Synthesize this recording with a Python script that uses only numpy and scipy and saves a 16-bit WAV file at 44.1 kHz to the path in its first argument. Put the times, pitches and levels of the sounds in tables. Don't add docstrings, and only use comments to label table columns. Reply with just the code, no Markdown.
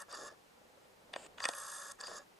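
import sys
import numpy as np
from scipy import signal
from scipy.fft import rfft, irfft, next_fast_len
from scipy.io import wavfile
from scipy.ndimage import uniform_filter1d, map_coordinates

SR = 44100
rng = np.random.default_rng(int(sys.argv[2]) if len(sys.argv) > 2 else 0)


def file_out(sig):
    cols = np.atleast_2d(sig).T
    lim = np.clip(cols, -1, 1)
    pcm = np.round(lim * 32767).astype(np.int16)
    wavfile.write(sys.argv[1], SR, pcm)


N = 105443

# time_s, barrel_db, low_ring_db, high_ring_db
FAST_LEVELS = [
    [(0, -45, -54, -55), (.014, -52.5, -58, -55), (.021, -47, -53, -49.5), (.030, -53, -67, -66),
     (.05, -73, -88, -86)],
    [(1.375, -67, -68, -79), (1.41, -51.5, -57.5, -67.5), (1.45, -43.5, -46.5, -55), (1.472, -45, -60, -59),
     (1.505, -50, -56.5, -59.5), (1.545, -49.5, -56.5, -54.5), (1.568, -50.5, -52, -47.5),
     (1.64, -50.5, -53.5, -54.5), (1.745, -50, -52, -50.5), (1.87, -51.5, -54.5, -56.5),
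     (1.909, -52, -55.5, -58), (1.919, -51, -48.5, -49.5), (1.929, -63, -71, -74), (1.96, -80, -72, -74)],
]
# time_s, rumble_db, barrel_db, low_ring_db, high_ring_db
SLOW_LEVELS = [
    [(.084, -57, -71, -80, -82), (.092, -70, -54, -69, -68), (.112, -65, -54.5, -57, -59.5),
     (.13, -69, -50, -59, -72), (.146, -71, -43.5, -55, -52), (.165, -58, -55, -55, -57.5),
     (.235, -52.5, -53.5, -60.5, -58.5), (.285, -60, -51.5, -58.5, -55), (.297, -71, -59.5, -67, -73),
     (.33, -55.5, -64.5, -74, -79), (.35, -75, -68, -88, -90)],
    [(1.984, -78, -79, -78, -80), (1.99, -80, -56, -75, -68), (2.005, -59, -55.5, -56.5, -60),
     (2.022, -73, -54.5, -66, -63), (2.036, -54.5, -48, -57, -62), (2.065, -73, -55, -57, -56.5),
     (2.085, -54, -53.5, -58, -57), (2.12, -53.5, -52, -56.5, -58.5), (2.184, -61, -54, -57, -52.5),
     (2.2, -58, -57.5, -69, -74), (2.24, -76, -74, -80, -74)],
]
# freq_hz, width_hz, fast_db, slow_db
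RING_MODES = [(3550, 193, -10, -8.5), (4690, 160, -8, -4), (5010, 160, -7, -3.5), (5330, 280, -11.5, -5.5),
              (5850, 300, -9.5, -10), (6320, 250, -3, -7.5), (6810, 200, -4, -4.5), (7560, 125, -2.5, -4.5),
              (8280, 110, 4.5, -11), (8790, 200, -2, -17), (10250, 460, -10, -21), (10890, 320, 3, -5.5),
              (10970, 410, 1, -7.5), (11600, 88, -5.5, -41)]
# freq_hz, width_hz, gain_db
BARREL_MODES = [(570.6, 50.6, -1.5), (883, 117, -8), (1092, 46, 2.5), (1194, 71, 2), (1318, 183, -1.5),
                (1506, 145, -5), (1694, 53, 2.5), (1865, 64, -7), (2160, 63, -31.5), (2530, 130, -22),
                (2830, 130, -14.5)]
SQUEAK_MODES = [(4710, 300, 0)]
HOUSING_MODES = [(265, 157, -17), (541, 90, -2), (690, 145, -1.5), (1003, 133, 1), (1436, 280, -4.5),
                 (1568, 135, -1), (1845, 70, 2), (2553, 124, -3), (2888, 80, -3.5), (3510, 264, -4.5),
                 (4750, 250, -5.5), (6660, 1900, -11.5), (7650, 1500, -9), (8360, 430, -2.5)]
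IDLE_MODES = [(509, 56, 4), (627, 70, -3.5), (844, 47, 0), (1450, 320, -37)]
# harmonic, level_db
WHINE_HARMONICS = [(3, -3.5), (5, -5.5), (6, 0), (7, 3), (9, -2), (10, -6)]
# time_s, peak_db, bass_db, treble_db, cutoff_hz
GEAR_CLICKS = [(.1135, -46, -2, 0, 9000), (0.1269, -36, -12, 11, 12000), (0.1342, -44.5, 19, -3, 4000),
               (1.1336, -40.5, 15, 5, 9000), (1.1378, -28, -8, 4, 3800), (1.161, -27, 4, -9, 8400),
               (1.2632, -47.5, -15, -2, 9000), (1.3825, -40, -9, 3, 3320), (1.403, -31, -10, -10, 9000),
               (1.4405, -25.5, -3, -3, 9100), (1.4537, -19, -0.5, 0.5, 8500),
               (1.488, -20.5, 15.5, 8.5, 9330), (1.535, -38.5, -2, 7, 5000), (1.99, -54, -6, -10, 1990),
               (2.0108, -30.5, -10, 12, 9300), (2.04, -51, -4, -5, 6000), (2.07, -38, -11, 5, 9500),
               (2.08, -43.5, 11, -5, 4500), (2.1146, -39.5, 6, -6, 1860)]
# centre_s, half_length_s, level_db
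RING_SQUEAKS = [(0.115, .003, -50), (0.145, 0.0083, -51), (.173, .003, -52), (1.432, 0.0059, -42.5),
                (1.443, .003, -38.5), (2.007, 0.0015, -49.5), (2.039, 0.0034, -46), (2.069, 0.011, -47)]
# start_s, stop_s, level_db
CREEP_MOVE = (1.166, 1.272, -56.5)
# time_s, level_db
RUSTLE_LEVELS = [
    [(.95, -87), (1.06, -67.5), (1.29, -66.5), (1.36, -66), (1.4, -64.5), (1.5, -81)],
]
# freq_hz, gain_db
RING_EQ = [(1000, -30), (2200, 8), (3400, 4.5), (9000, -0.5), (9500, -2), (10000, 5), (11600, 0),
           (12300, 12), (13500, -13), (15000, -38)]
BARREL_EQ = [(100, -6), (400, -3.5), (1850, 1.5), (2050, -1), (2800, -1.5), (3200, -16), (8000, -35)]
RUMBLE_EQ = [(40, -18), (130, -23.5), (250, -10.5), (480, -3), (600, 1.5), (690, -6.5), (850, -5),
             (1100, -54), (3000, -58)]
CREEP_EQ = [(100, -19), (560, 5.5), (750, 2.5), (1800, -5), (2100, -9), (2600, -3), (4200, -12), (4800, -7),
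            (6100, -20), (7200, -2), (8400, -4), (9500, -24), (14000, -32)]
RUSTLE_EQ = [(50, -3), (170, 1.5), (550, 4.5), (1100, -6.5), (2500, -18), (6000, -30), (12000, -45)]
ROOM_EQ = [(12, -41), (20, -11), (136, -6.5), (180, -5.5), (213, -1), (273, -8.5), (305, -3.5), (332, -7.5),
           (414, -2), (683, -7.5), (743, -3.5), (1040, -8.5), (2080, -13.5), (8350, -20.5), (15400, -27.5)]
# freq_hz, side_gain_db
LENS_SIDE = [(200, -10.5), (600, -7.5), (1100, -7.5), (1700, -11.5), (2600, -6), (5000, -15),
             (10000, -13.5)]
ROOM_SIDE = [(60, -19), (180, -4.5), (550, 1), (1640, 2), (4960, -2.5), (14900, -26.5)]

FAST_GRAIN, SLOW_GRAIN = .15, .3


def fast_runs(split_hz=7850, surge_db=4, whine_db=-6.5):
    gear_gain, low_gain, high_gain = envelopes(FAST_LEVELS)
    modes = [(hz, width_hz, db) for hz, width_hz, db, _ in RING_MODES]
    ring = filtered(friction(FAST_GRAIN), resonances(modes), eq(RING_EQ))
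    low_band = filtered(ring, lambda f: f < split_hz)
    low_ring = unit(low_band * drive_surge(surge_db / 2))
    high_ring = unit((ring - low_band) * drive_surge(surge_db))
    rub = barrel(FAST_GRAIN, flutter_db=2.6)
    whine = amp(whine_db) * np.array([gear_whine(), gear_whine()])
    return gear_gain * unit(rub + whine) + low_gain * low_ring + high_gain * high_ring


def slow_runs(split_hz=6100):
    rumble_gain, barrel_gain, low_gain, high_gain = envelopes(SLOW_LEVELS)
    modes = [(hz, width_hz, db) for hz, width_hz, _, db in RING_MODES]
    ring = filtered(friction(SLOW_GRAIN) * drive_surge(depth_db=.9), resonances(modes), eq(RING_EQ))
    low_band = filtered(ring, lambda f: f < split_hz)
    rumble = rumble_gain * unit(filtered(friction(SLOW_GRAIN), eq(RUMBLE_EQ)))
    rub = barrel_gain * barrel(SLOW_GRAIN, flutter_db=3.2)
    return rumble + rub + low_gain * unit(low_band) + high_gain * unit(ring - low_band)


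def drive_surge(depth_db, rate_hz=60, crest_s=1.7517):
    cycles = rate_hz * (clock() - crest_s) + .073 * wobble(29.76)
    return amp(depth_db * np.cos(2 * np.pi * cycles))


def barrel(grain, flutter_db, tooth_hz=181):
    flutter = amp(flutter_db * np.sin(2 * np.pi * tooth_hz * clock()))
    return unit(filtered(friction(grain) * flutter, resonances(BARREL_MODES), eq(BARREL_EQ)))


def gear_whine(pitch_hz=186, wander=.0106):
    phase = 2 * np.pi * np.cumsum(pitch_hz * (1 + wander * wobble(25.04))) / SR
    return unit(sum(amp(db + 1.4 * wobble(30.15)) * np.sin(k * phase + rng.uniform(0, 2 * np.pi))
                    for k, db in WHINE_HARMONICS))


def gear_clicks(blow=4.0, click_t60_s=.007, rattle_t60_s=.055, bass_hz=660, treble_hz=3900):
    out, lead = np.zeros((2, N + SR)), SR // 50
    t = (np.arange(SR // 7) - lead) / SR
    scrape = amp(-10) * np.exp(-np.abs(t) / .003)
    decay = amp(-60 * np.abs(t) / click_t60_s)
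    rattle = amp(-16 - 60 * np.abs(t) / rattle_t60_s)
    envelope = np.where(t < 0, scrape, decay + rattle)
    for time_s, peak_db, bass_db, treble_db, cutoff_hz in GEAR_CLICKS:
        force = rng.standard_normal((2, len(t))) * envelope
        force[0, lead + SR // 2000] += blow
        bass = lambda f: amp(bass_db / (1 + (f / bass_hz) ** 4))
        treble = lambda f: amp(treble_db * (1 - 1 / (1 + (f / treble_hz) ** 4)))
        lowpass = lambda f: 1 / np.sqrt(1 + (f / cutoff_hz) ** 8)
        hit = filtered(force, resonances(HOUSING_MODES), bass, treble, lowpass)
        start = round(time_s * SR) - lead
        out[:, start:start + len(t)] += amp(peak_db) * hit / np.abs(hit[0]).max()
    return out[:, :N]


def ring_squeaks():
    swell = sum(amp(db) * np.exp(-((clock() - centre_s) / half_s) ** 2)
                for centre_s, half_s, db in RING_SQUEAKS)
    mode = resonances(SQUEAK_MODES)
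    return swell * unit(filtered(noise(), mode, mode))


def motor_creep(edge_s=.0077):
    start_s, stop_s, level_db = CREEP_MOVE
    gate = np.clip(np.minimum(clock() - start_s, stop_s - clock()) / edge_s + .5, 0, 1)
    return amp(level_db) * gate * unit(filtered(friction(FAST_GRAIN), eq(CREEP_EQ)))


def idle_ticks(count=14, start_s=.572, period_s=.04, level_db=-61.5, t60_s=.067):
    envelope = np.zeros(N)
    for k, db in enumerate(rng.normal(level_db, .88, count)):
        age_s = clock() - start_s - k * period_s
        envelope += (age_s > 0) * amp(db - 60 * np.abs(age_s) / t60_s)
    steady_rms = filtered(noise(), resonances(IDLE_MODES)).std()
    return filtered(noise() * envelope, resonances(IDLE_MODES)) / steady_rms


def rustle():
    return envelopes(RUSTLE_LEVELS)[0] * unit(filtered(friction(SLOW_GRAIN), eq(RUSTLE_EQ)))


def room_tail(x, t60_s=.6, wet_db=-25):
    t = np.arange(SR // 2) / SR
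    tail = rng.standard_normal((2, len(t))) * amp(-60 * t / t60_s)
    return amp(wet_db) * signal.fftconvolve(x, tail / np.linalg.norm(tail[0]), axes=1)[:, :N]


def room_tone(level_db=-66.5):
    return amp(level_db) * unit(filtered(noise(), eq(ROOM_EQ)))


def amp(db):
    return 10 ** (np.asarray(db) / 20)


def unit(x):
    return x / np.sqrt(np.mean(x ** 2) + 1e-20)


def clock():
    return np.arange(N) / SR


def noise():
    return rng.standard_normal((2, N))


def friction(grain):
    return noise() * np.exp(grain * unit(uniform_filter1d(rng.standard_normal(N), size=60)))


def wobble(rate_hz):
    return map_coordinates(rng.standard_normal(int(N * rate_hz / SR) + 4), [clock() * rate_hz])


def envelopes(runs):
    gains = 0
    for run in runs:
        time_s, *columns_db = np.transpose(run)
        gains += amp([np.interp(clock(), time_s, db, -150, -150) for db in columns_db])
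    return gains


def eq(points):
    hz, db = np.transpose(points)
    return lambda f: amp(np.interp(np.log(f + 1), np.log(hz), db))


def resonances(modes):
    return lambda f: sum((-1) ** k * amp(db) * 1j * f * width_hz / (hz * hz - f * f + 1j * f * width_hz)
                         for k, (hz, width_hz, db) in enumerate(modes))


def filtered(x, *responses):
    length = x.shape[-1]
    padded = next_fast_len(length + 4096)
    freq_hz = np.fft.rfftfreq(padded, 1 / SR)
    spectrum = rfft(x, padded)
    for response in responses:
        spectrum = spectrum * response(freq_hz)
    return irfft(spectrum, padded)[..., :length]


def stereo(pair, side_eq):
    mid, side = pair[0], filtered(pair[1], eq(side_eq))
    return np.array([mid + side, mid - side])


def scene():
    motor = fast_runs() + slow_runs() + motor_creep() + ring_squeaks()
    lens = motor + gear_clicks() + idle_ticks() + rustle()
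    return stereo(lens, LENS_SIDE) + stereo(room_tone() + room_tail(lens), ROOM_SIDE)


def record(dry):
    return filtered(dry, lambda f: f < 15500)


dry = scene()
out = record(dry)
file_out(out)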